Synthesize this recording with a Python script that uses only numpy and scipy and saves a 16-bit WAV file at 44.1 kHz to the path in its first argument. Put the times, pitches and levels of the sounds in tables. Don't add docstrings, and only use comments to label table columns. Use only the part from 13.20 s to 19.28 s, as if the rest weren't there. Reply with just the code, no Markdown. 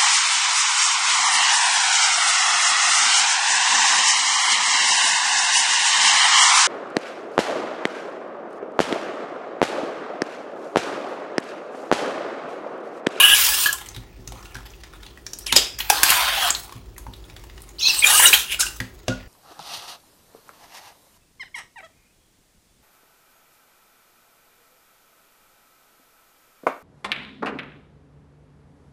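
import sys
import numpy as np
from scipy import signal
from scipy.fft import rfft, irfft, next_fast_len
from scipy.io import wavfile
from scipy.ndimage import uniform_filter1d, map_coordinates

SR = 44100
rng = np.random.default_rng(int(sys.argv[2]) if len(sys.argv) > 2 else 0)


def wrap_up_sound(samples):
    columns = np.atleast_2d(samples).T
    tamed = np.clip(columns, -1, 1)
    steps = np.round(tamed * 32767).astype(np.int16)
    wavfile.write(sys.argv[1], SR, steps)


N = 267995

# time_s, flow_db
JET_FLOWS = [
    [(0, -10), (.042, -13), (.088, -16.5), (.098, -13.5), (.145, -17.5)],
    [(.145, -13), (.455, -19.5)],
    [(.455, -22), (.459, -18.5), (.523, -30), (.527, -26), (.581, -55.5), (.62, -44.5)],
    [(2.262, -39), (2.266, -29), (2.318, -43), (2.326, -15), (2.345, -48.5)],
    [(2.345, -47.5), (2.365, -5.5), (2.403, -26), (2.585, -51)],
    [(2.585, -36.5), (2.607, -26), (2.635, -36.5), (2.691, -33.5), (2.698, -18.5)],
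    [(2.7, -1), (2.712, -22.5), (2.83, -26.5)],
    [(2.83, -23.5), (2.858, -22), (2.91, -17), (3.136, -23.5), (3.292, -19.5), (3.308, -23.5), (3.318, -41),
     (3.35, -33.5), (3.42, -64.5)],
    [(4.58, -70), (4.588, -43.5), (4.612, -36), (4.686, -25.5), (4.754, -23.5), (4.83, -28.5)],
    [(4.83, -29), (4.85, -17.5), (4.99, -14)],
    [(4.99, -12), (5.06, -13), (5.125, -21.5)],
    [(5.125, -20.5), (5.137, -10.5), (5.167, -20), (5.28, -35.5)],
    [(5.28, -38.5), (5.326, -22), (5.346, -26.5), (5.385, -46.5)],
    [(5.385, -49), (5.407, -16.5), (5.439, -26.5), (5.6, -59)],
]
# freq_hz, density_db
JET_SPECTRA = [
    [(180, -64.5), (300, -33.5), (1450, -15.5), (1660, -5), (1890, -21.5), (2200, -16), (2860, -2.5),
     (4260, -25.5), (10300, -19), (15800, -21.5)],
    [(180, -50.5), (300, -20.5), (545, -20.5), (974, -5.5), (1500, -6.5), (1710, -3.5), (2160, -5.5),
     (2910, 1), (6140, -4.5), (6560, -2), (12700, -6), (14500, -2.5), (15800, -1.5)],
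    [(180, -64), (300, -29.5), (1450, -5.5), (1680, -12), (2200, -23), (3060, 0), (3490, -9.5),
     (7370, -14.5), (15800, -12)],
    [(180, -56), (300, -26), (1550, -25.5), (1920, -20), (3160, 3), (3730, -18.5), (11000, -6.5),
     (15800, -40.5)],
    [(180, -47.5), (300, -15), (425, -11), (462, -18), (510, -12), (1270, -22.5), (3860, -5.5), (4190, -15),
     (4950, -7.5), (15800, -33)],
    [(180, -59), (300, -27), (372, -19), (554, -16), (853, 7), (1060, 1.5), (2630, 7), (8990, -7),
     (15800, 4)],
    [(180, -46.5), (300, -11), (676, -13), (825, -10.5), (1060, -0.5), (1190, -2.5), (2160, -13.5),
     (3380, -6), (15800, -15.5)],
    [(180, -59), (300, -28), (469, -25), (665, -4), (812, -1.5), (1360, -0.5), (2200, -6), (3210, -2.5),
     (7250, -13.5), (14800, -15.5), (15800, -16)],
    [(180, -50.5), (300, -27.5), (469, -43), (825, -24.5), (2230, -29), (2470, -19.5), (3380, -17),
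     (4260, -12), (6560, -26.5), (7130, -24.5), (15800, -28)],
    [(180, -65), (300, -27.5), (1190, -9.5), (1400, -14), (1740, -8), (2160, -14), (2820, -4.5),
     (3160, -10.5), (5940, -10.5), (10300, -7), (15800, -18)],
    [(180, -57), (300, -14), (772, -15), (958, -10), (1170, -13), (1710, -7.5), (3380, -9), (3860, -11),
     (4550, -15.5), (7740, -6), (15800, -12)],
    [(180, -69), (300, -43), (425, -11), (536, -25.5), (723, -14), (1520, -12.5), (3160, -5.5), (4190, -8),
     (15800, -12.5)],
    [(180, -58), (300, -40), (1060, -21.5), (1660, -13), (1950, -11.5), (2820, -2.5), (4550, -21),
     (10100, -16.5), (15800, -22.5)],
    [(180, -41), (300, -29), (536, -25.5), (1450, -8), (1920, -19.5), (2860, -5), (3110, -9.5),
     (7370, -3.5), (15800, -19.5)],
]
JET_DRIFTS_DB = [1.5, 1.5, -2.5, -1, -7, -5, -1.5, -6.5, 5, 2.5, 3, -2.5, 1.5, -5]
# time_s, pitch_hz, level_db
FINGER_HOLLOWS = [
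    [(0, 2880, -17), (.046, 2937, -12.5), (.076, 2890, -21.5), (.098, 2874, -13.5), (.138, 2960, -5.5),
     (.148, 2862, -45)],
    [(0, 1648, -20.5), (.114, 1654, -20.5), (.182, 1720, -41.5), (.315, 1676, -40), (.324, 1695, -23),
     (.34, 1723, -40), (.455, 1735, -44), (.462, 1710, -20), (.485, 1709, -35), (.495, 1674, -22),
     (.52, 1620, -33)],
    [(0, 10300, -25.5), (.075, 10560, -21.5), (.09, 10500, -35.5), (.11, 10150, -19), (.155, 10500, -23)],
    [(2.265, 5710, -24.5), (2.272, 4710, -30.5), (2.282, 3220, -31.5), (2.3, 3064, -30), (2.325, 2480, -36)],
    [(2.71, 792, -19.5), (2.758, 846, -35), (2.788, 1114, -49), (2.956, 1011, -28.5), (3.036, 919, -29.5),
     (3.114, 1096, -35)],
    [(4.585, 3040, -42.5), (4.635, 2375, -37.5), (4.66, 2572, -24.5), (4.7, 2774, -21), (4.75, 2367, -37)],
    [(4.6, 3400, -32), (4.635, 4080, -23.5), (4.655, 4318, -17), (4.675, 3900, -12), (4.695, 4480, -20.5),
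     (4.76, 3740, -41)],
    [(4.585, 4000, -42.5), (4.61, 6450, -27), (4.67, 6410, -27), (4.71, 5180, -25), (4.76, 4900, -47)],
    [(4.9, 11000, -20.5), (4.93, 10000, -19), (4.96, 8500, -22.5), (5.0, 7900, -22.5)],
    [(5.055, 9200, -14.5), (5.068, 7800, -10), (5.08, 5940, -20), (5.092, 4830, -17)],
]
# peak_s, rise_s, fall_s, first_hz, last_hz, level_db
POCKET_CHIRPS = [(.004, 0.0036, .06, 1056, 1280, -20.5), (.12, .15, .12, 3450, 3250, -20),
                 (.25, 0.22, .2, 5236, 5200, -27), (.555, .03, 0.015, 1038, 1050, -32.5),
                 (2.21, 0.045, 0.082, 4550, 6800, -44), (2.3, 0.027, 0.026, 2900, 1600, -29.5),
                 (2.367, 0.0058, 0.011, 4990, 5100, -7), (2.39, 0.018, .2, 4960, 4950, -31.5),
                 (2.703, .003, 0.0065, 810, 814, -7), (3.264, .04, 0.022, 749.5, 686, -22.5),
                 (4.63, .04, .07, 5600, 5200, -27.5), (4.701, 0.072, .06, 5600, 4700, -24.5),
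                 (4.67, .06, .07, 3300, 3500, -26.5), (4.826, .006, 0.0092, 2200, 2294, -18.5),
                 (4.79, .05, .05, 8250, 8200, -22.5), (4.848, .03, 0.007, 2495, 2450, -7),
                 (4.845, 0.017, .004, 3510, 3050, -10), (4.87, 0.027, .05, 7430, 6200, -17.5),
                 (4.866, 0.0057, .08, 3768, 3700, -19.5), (4.893, 0.0023, 0.043, 1745, 2050, -23),
                 (4.905, .03, 0.047, 693.1, 1150, -23.5), (4.968, 0.049, .006, 1110, 1260, -20.5),
                 (4.96, 0.066, .015, 1200, 1800, -22.5), (4.978, .1, .06, 2845, 2880, -15),
                 (4.999, .003, .02, 873, 1300, -18), (5.0, .004, 0.065, 1744, 1500, -21.5),
                 (5.036, .01, 0.027, 1657, 1800, -15), (5.04, 0.014, .06, 1297, 1580, -19),
                 (5.04, 0.1, 0.067, 439, 650, -40), (5.055, 0.11, .01, 9350, 9150, -14),
                 (5.058, .016, 0.023, 2930, 2780, -11.5), (5.068, .014, .03, 3860, 3920, -9),
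                 (5.07, .005, 0.085, 15000, 10000, -21.5), (5.133, .006, .006, 1707, 3370, -6),
                 (5.14, .005, 0.019, 3165, 3180, -8), (5.32, .08, 0.045, 2840, 2760, -30),
                 (5.393, .003, .025, 1414, 1450, -31), (5.432, .006, 0.017, 1640, 1350, -23),
                 (5.925, .05, .04, 1437, 1440, -33)]
# start_s, level_db, pocket_hz, body_db, crack_db (last two relative to level_db)
BUBBLE_POPS = [(.099, -5, 2920, -16.5, -15.5), (.459, -14.5, 1730, -7.5, -20), (.46, -12.5, 2990, -20, -14),
               (.528, -11.5, 7580, -20, 2), (.66, -30.5, 8350, -9.5, -6), (.687, -23, 6690, -24.5, -18.5),
               (.746, -29.5, 3840, 1, -9.5), (.763, -28.5, 3620, 3.5, -3.5), (1.075, -21.5, 6220, -11, -16),
               (1.121, -29.5, 760, 1.5, -4), (1.159, -34, 988, -10, -24.5), (1.227, -37, 5290, -1, -14.5),
               (1.255, -32.5, 2514, -9, -19.5), (1.345, -31.5, 5600, 5, -9),
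               (1.353, -21.5, 1589, -3.5, -20.5), (1.366, -27, 1500, -5, -10),
               (1.503, -38, 6000, -8, -15.5), (1.536, -35.5, 2490, -10, -20),
               (1.635, -35.5, 1874, 10.5, -14), (1.735, -31.5, 1417, -7.5, -23.5),
               (1.831, -33, 3793, 4.5, -17), (1.864, -30, 4040, -1.5, -24.5),
               (1.974, -31.5, 1880, -11, -17), (2.065, -19.5, 5960, -6, -18),
               (2.133, -17, 6200, -21.5, -14), (2.187, -24.5, 8480, -16.5, 1), (2.266, -17, 5600, 1, -20),
               (2.325, -9.5, 3950, 8.5, -5), (2.357, -12.5, 2940, -1.5, -4), (2.363, -1, 4997, -7.5, -4),
               (2.588, -19.5, 6080, -4.5, -2.5), (2.604, -11.5, 3147, -11.5, -26.5),
               (2.699, -11.5, 844, -15, 3.5), (2.832, -1, 1810, 3, 4.5), (2.892, -5.5, 2662, -1, -3.5),
               (2.902, -3.5, 3125, -22.5, 4), (3.224, -11.5, 1663, -18.5, -25.5),
               (3.304, -2.5, 7160, -26, -19), (3.349, -10.5, 3941, -34, -26), (3.493, -31, 1065, -1, -21),
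               (3.523, -27.5, 1050, 0, -8), (3.764, -34.5, 1990, -19, -11.5), (3.78, -36, 920, 7, 9.5),
               (3.866, -24, 910, -16, -27.5), (3.936, -29.5, 3900, -20, -19), (4.04, -38, 3510, -18, -23),
               (4.098, -40.5, 2500, 9.5, -21.5), (4.164, -30, 3410, 2, -15), (4.238, -38, 942.2, 4, 0),
               (4.297, -37.5, 2060, 6, -19), (4.378, -35, 3010, 4.5, -18.5),
               (4.419, -32.5, 9750, -14, -2.5), (4.49, -34.5, 6736, -3, -5.5), (4.596, -27, 5110, -25, -4),
               (4.61, -19.5, 2950, -23, -14), (4.684, -9.5, 4440, -17, -22),
               (4.835, -12, 2500, -5.5, -21.5), (4.847, -5, 2406, -17.5, -22), (5.13, -20, 3160, 7, -14.5),
               (5.296, -26.5, 2860, -15, -19), (5.316, -24, 2890, -10, -14), (5.34, -28.5, 2750, 10, -14.5),
               (5.396, -10, 9300, -11, -17.5), (5.408, -17.5, 6180, -11, -24.5),
               (5.466, -15, 2920, -21.5, -18.5), (5.602, -12.5, 1784, -4, -14.5),
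               (5.881, -11.5, 580, 3.5, -29)]
# start_s, level_db, contact_ms
FINGER_KNOCKS = [(0.768, -22, 7.9), (0.983, -37, 2.9), (1.075, -29.5, 6.9), (1.127, -39.5, 0.73),
                 (1.357, -30, 5.5), (2.325, -27, 1.2), (3.552, -20.5, 11), (3.872, -30.5, 4.2),
                 (5.603, -17, 5), (5.885, -15, 1.6)]
# freq_hz, level_db, t60_s
TABLE_MODES = [(76, -19.5, .15), (115.78, -2, 0.19), (191.04, -10.5, 0.32), (254, -4, 0.27135),
               (351, -7, 0.12), (523, -6, 0.22)]
# time_s, level_db, treble_db
CLING_SPANS = [
    [(.5, -37.5, 0), (.78, -49, -9.5), (.908, -57.5, -6.5), (1.2, -47, -6), (1.934, -51.5, -8.5),
     (2.072, -66.5, 10), (2.27, -46, -8)],
    [(3.36, -46.5, 14.5), (3.552, -50, -5.5), (3.77, -68.5, 5), (4.016, -53, -2.5), (4.6, -54.5, 1)],
    [(5.5, -43.5, 5.5), (5.668, -62, 8), (5.998, -47, -13), (6.077, -56, -8.5)],
]
# freq_hz, density_db
CLING_SPECTRUM = [(290, -11), (500, -26.5), (783, 2.5), (1170, -1), (1460, 1), (1610, -62.5), (1680, -0.5),
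                  (3890, -5), (15800, -9.5)]
# freq_hz, t60_s
ROOM_DECAY = [(200, 0.43), (2000, 0.3), (6000, .28), (14000, 0.14)]
# time_s, level_db
RUMBLE_LEVELS = [(0, -44), (.44, -48.5), (.83, -45), (2.05, -48), (2.35, -44.5), (3.08, -46), (3.52, -48.5),
                 (3.7, -41.5), (4.37, -42), (4.7, -53), (4.99, -43), (5.3, -48), (6.08, -40)]
# freq_hz, density_db
RUMBLE_SPECTRUM = [(12, -38.5), (20, -17.5), (48, 6), (62, 0), (80, -13.5), (110, -7), (140, -27),
                   (240, -120)]
# freq_hz, density_db
TONE_SPECTRUM = [(53, -18.5), (90, -5.5), (151, -3.5), (238, -10), (375, -0.5), (466, -10), (971, -17),
                 (2160, -26.5), (3190, -25), (7250, -30.5), (11900, -56), (14500, -36.5), (15800, -25.5)]

TREBLE_DB_PER_FLOW_DB = .03
CHIRP_SWELL_DB = 19.5
BLIPS_PER_S, BLIP_FALL_S, BLIP_MAX_DB = 60, .03, -14.5
POP_T60_S, FIZZ_T60_S, FIZZ_DB = .022, .38, -22.5
TONE_DB, TOP_HZ = -51, 15900


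def jets():
    out = np.zeros(N)
    for rows, spectrum, drift_db in zip(JET_FLOWS, JET_SPECTRA, JET_DRIFTS_DB):
        start, flow_db = curves(rows)
        size = len(flow_db)
        treble_db = TREBLE_DB_PER_FLOW_DB * (flow_db - flow_db.max())
        treble_db += drift_db * np.linspace(-.5, .5, size)
        hiss = coloured(sputter(size, spit_db=1, patchy_db=3, snap_gain=4.4), spectrum)
        out[start:][:size] += amp(flow_db) * brightened(hiss, treble_db) * edge_fade(size)
    return out


def whistles():
    out = np.zeros(N)
    chirps = [chirp_track(*row) for row in POCKET_CHIRPS + blips()]
    for rows in FINGER_HOLLOWS + chirps:
        start, pitch_hz, level_db = curves(rows)
        size = len(pitch_hz)
        width_hz = 70 * (np.mean(pitch_hz) / 3000) ** 1.6
        drive = filtered(rng.standard_normal((2, size)), lambda hz: 1 / (1 + (hz / width_hz) ** 2))
        gate = amp(4 * np.tanh(7 * wobble(size, 70)))
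        phase = 2 * np.pi * np.cumsum(pitch_hz * (1 + .015 * wobble(size, 120))) / SR
        whistle = drive[0] * np.cos(phase) + drive[1] * np.sin(phase)
        out[start:][:size] += amp(level_db) * unit_rms(gate * whistle) * edge_fade(size)
    return out


def chirp_track(peak_s, rise_s, fall_s, first_hz, last_hz, level_db):
    peak_hz = first_hz + (last_hz - first_hz) * rise_s / (rise_s + fall_s)
    end_db = level_db - CHIRP_SWELL_DB
    return [(peak_s - rise_s, first_hz, end_db), (peak_s, peak_hz, level_db),
            (peak_s + fall_s, last_hz, end_db)]


def blips():
    rows = []
    for jet in JET_FLOWS:
        time_s, flow_db = np.transpose(jet)
        span_s = time_s[-1] - time_s[0]
        for when, pitch, glide, softness in rng.random((int(BLIPS_PER_S * span_s), 4)):
            peak_s = time_s[0] + when * span_s
            first_hz = 800 * 6.5 ** pitch
            last_hz = first_hz * (.85 + .4 * glide)
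            level_db = np.interp(peak_s, time_s, flow_db) + BLIP_MAX_DB - 8 * softness
            rows.append((peak_s, BLIP_FALL_S / 3, BLIP_FALL_S, first_hz, last_hz, level_db))
    return rows


def pops():
    out, t = np.zeros(N + SR), np.arange(SR // 4) / SR
    body_band = signal.butter(2, [700, 5000], "band", fs=SR)
    crack_band = signal.butter(2, [6000, 14000], "band", fs=SR)
    pop_env = amp(-60 * t / POP_T60_S) * (1 - np.exp(-t / .00065))
    fizz_env = amp(FIZZ_DB - 60 * t / FIZZ_T60_S) * (1 - np.exp(-t / .0027))
    for start_s, level_db, pocket_hz, body_db, crack_db in BUBBLE_POPS:
        noise = rng.standard_normal((3, len(t)))
        smear_rad = np.cumsum(noise[0]) * .22 * (pocket_hz / 3000) ** .54
        ring = np.sin(2 * np.pi * pocket_hz * t + smear_rad)
        splat = amp(body_db) * signal.lfilter(*body_band, noise[1])
        splat += amp(crack_db) * signal.lfilter(*crack_band, noise[2])
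        pop = pop_env * (ring + splat) + fizz_env * splat
        out[round(start_s * SR):][:len(t)] += amp(level_db) * pop
    return out[:N]


def knocks():
    out, t = np.zeros(N + SR), np.arange(SR // 2) / SR
    attack = 1 - np.exp(-t / .0022)
    for start_s, level_db, contact_ms in FINGER_KNOCKS:
        ring = np.zeros(len(t))
        for hz, mode_db, t60_s in TABLE_MODES:
            decay = amp(mode_db + rng.normal(0, 1.2) - 60 * t / t60_s)
            ring += decay * np.sin(2 * np.pi * hz * t) / (1 + (hz * contact_ms / 1000) ** 2)
        out[round(start_s * SR):][:len(t)] += amp(level_db) * ring * attack
    return out[:N]


def cling():
    out, offsets = np.zeros(N), np.arange(128)
    for rows in CLING_SPANS:
        start, level_db, treble_db = curves(rows)
        size = len(level_db)
        when, pitch, softness, length = np.hsplit(rng.random((size // 300, 4)), 4)
        cycles = 3500 * np.exp(pitch - .5) * offsets / SR
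        ticks = amp(-18 * softness) * np.sin(2 * np.pi * cycles) * np.exp(-cycles / (1.2 + 3 * length))
        indices = (when * size).astype(int) + offsets
        ticking = np.bincount(indices.ravel(), ticks.ravel(), size + len(offsets))[:size]
        rustle = coloured(sputter(size, spit_db=3, patchy_db=4), CLING_SPECTRUM)
        peel = brightened(rustle + amp(-23.5) * unit_rms(ticking), treble_db)
        out[start:][:size] += amp(level_db) * peel * edge_fade(size)
    return out


def room(x):
    hz, t, bins = signal.stft(rng.standard_normal(SR // 2), SR, nperseg=256)
    decay = amp(-60 * t / log_interp(ROOM_DECAY, hz)[:, None])
    tail = signal.istft(bins * decay, SR, nperseg=256)[1]
    delayed = np.pad(x, (130, 0))
    return signal.fftconvolve(delayed, tail / np.linalg.norm(tail))[:N]


def background():
    _, rumble_db = curves(RUMBLE_LEVELS)
    rumble = filtered(rng.standard_normal(N),
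                      lambda hz: amp(log_interp(RUMBLE_SPECTRUM, hz)) * low_cut(hz, 38, order=8))
    tone = coloured(rng.standard_normal(N), TONE_SPECTRUM)
    return amp(rumble_db) * unit_rms(rumble) + amp(TONE_DB) * tone


def sputter(size, spit_db, patchy_db, snap_gain=0.):
    noise = rng.standard_normal(size) * amp(spit_db * (wobble(size, 600) + 1.1 * wobble(size, 90)))
    noise += snap_gain * rng.standard_normal(size) * (rng.random(size) < 250 / SR)
    bins = signal.stft(noise, nperseg=256)[2]
    patches = uniform_filter1d(rng.standard_normal(bins.shape), size=3, axis=0)
    patches = uniform_filter1d(patches, size=22, axis=1)
    return signal.istft(bins * amp(patchy_db * unit_rms(patches)), nperseg=256)[1][:size]


def amp(db):
    return 10 ** (np.asarray(db) / 20)


def unit_rms(x):
    return x / np.sqrt(np.mean(x ** 2) + 1e-20)


def log_interp(points, hz):
    knots_hz, values = np.transpose(points)
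    return np.interp(np.log(hz + 1), np.log(knots_hz + 1), values)


def curves(rows):
    time_s, *columns = np.transpose(rows)
    samples = np.arange(round(max(time_s[0], 0) * SR), min(round(time_s[-1] * SR), N))
    return [samples[0]] + [np.interp(samples / SR, time_s, column) for column in columns]


def wobble(size, rate_hz):
    knots = rng.standard_normal(int(size * rate_hz / SR) + 4)
    return map_coordinates(knots, [np.arange(size) * rate_hz / SR])


def edge_fade(size):
    return np.minimum(np.arange(size)[::-1] / SR / .0019, 1)


def filtered(x, response):
    size = next_fast_len(x.shape[-1] + 8192)
    return irfft(rfft(x, size) * response(np.fft.rfftfreq(size, 1 / SR)), size)[..., :x.shape[-1]]


def coloured(x, spectrum):
    return unit_rms(filtered(x, lambda hz: amp(log_interp(spectrum, hz))))


def low_cut(hz, corner_hz, order=4):
    return 1 / (1 + (corner_hz / (hz + 1)) ** order)


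def brightened(x, treble_db):
    treble = filtered(x, lambda hz: low_cut(hz, 5000))
    return x - treble + amp(treble_db) * treble


def scene():
    hands = jets() + whistles() + cling()
    hands = filtered(hands, lambda hz: low_cut(hz, 250))
    bursts = pops()
    reverb = amp(-11) * room(hands) + amp(-8) * room(bursts)
    return (hands + bursts + reverb + knocks() + background())[None]


def record(dry):
    clipped = dry / (1 + np.abs(dry / .94) ** 8) ** (1 / 8)
    return filtered(clipped, lambda hz: hz < TOP_HZ)


dry = scene()
out = record(dry)
wrap_up_sound(out)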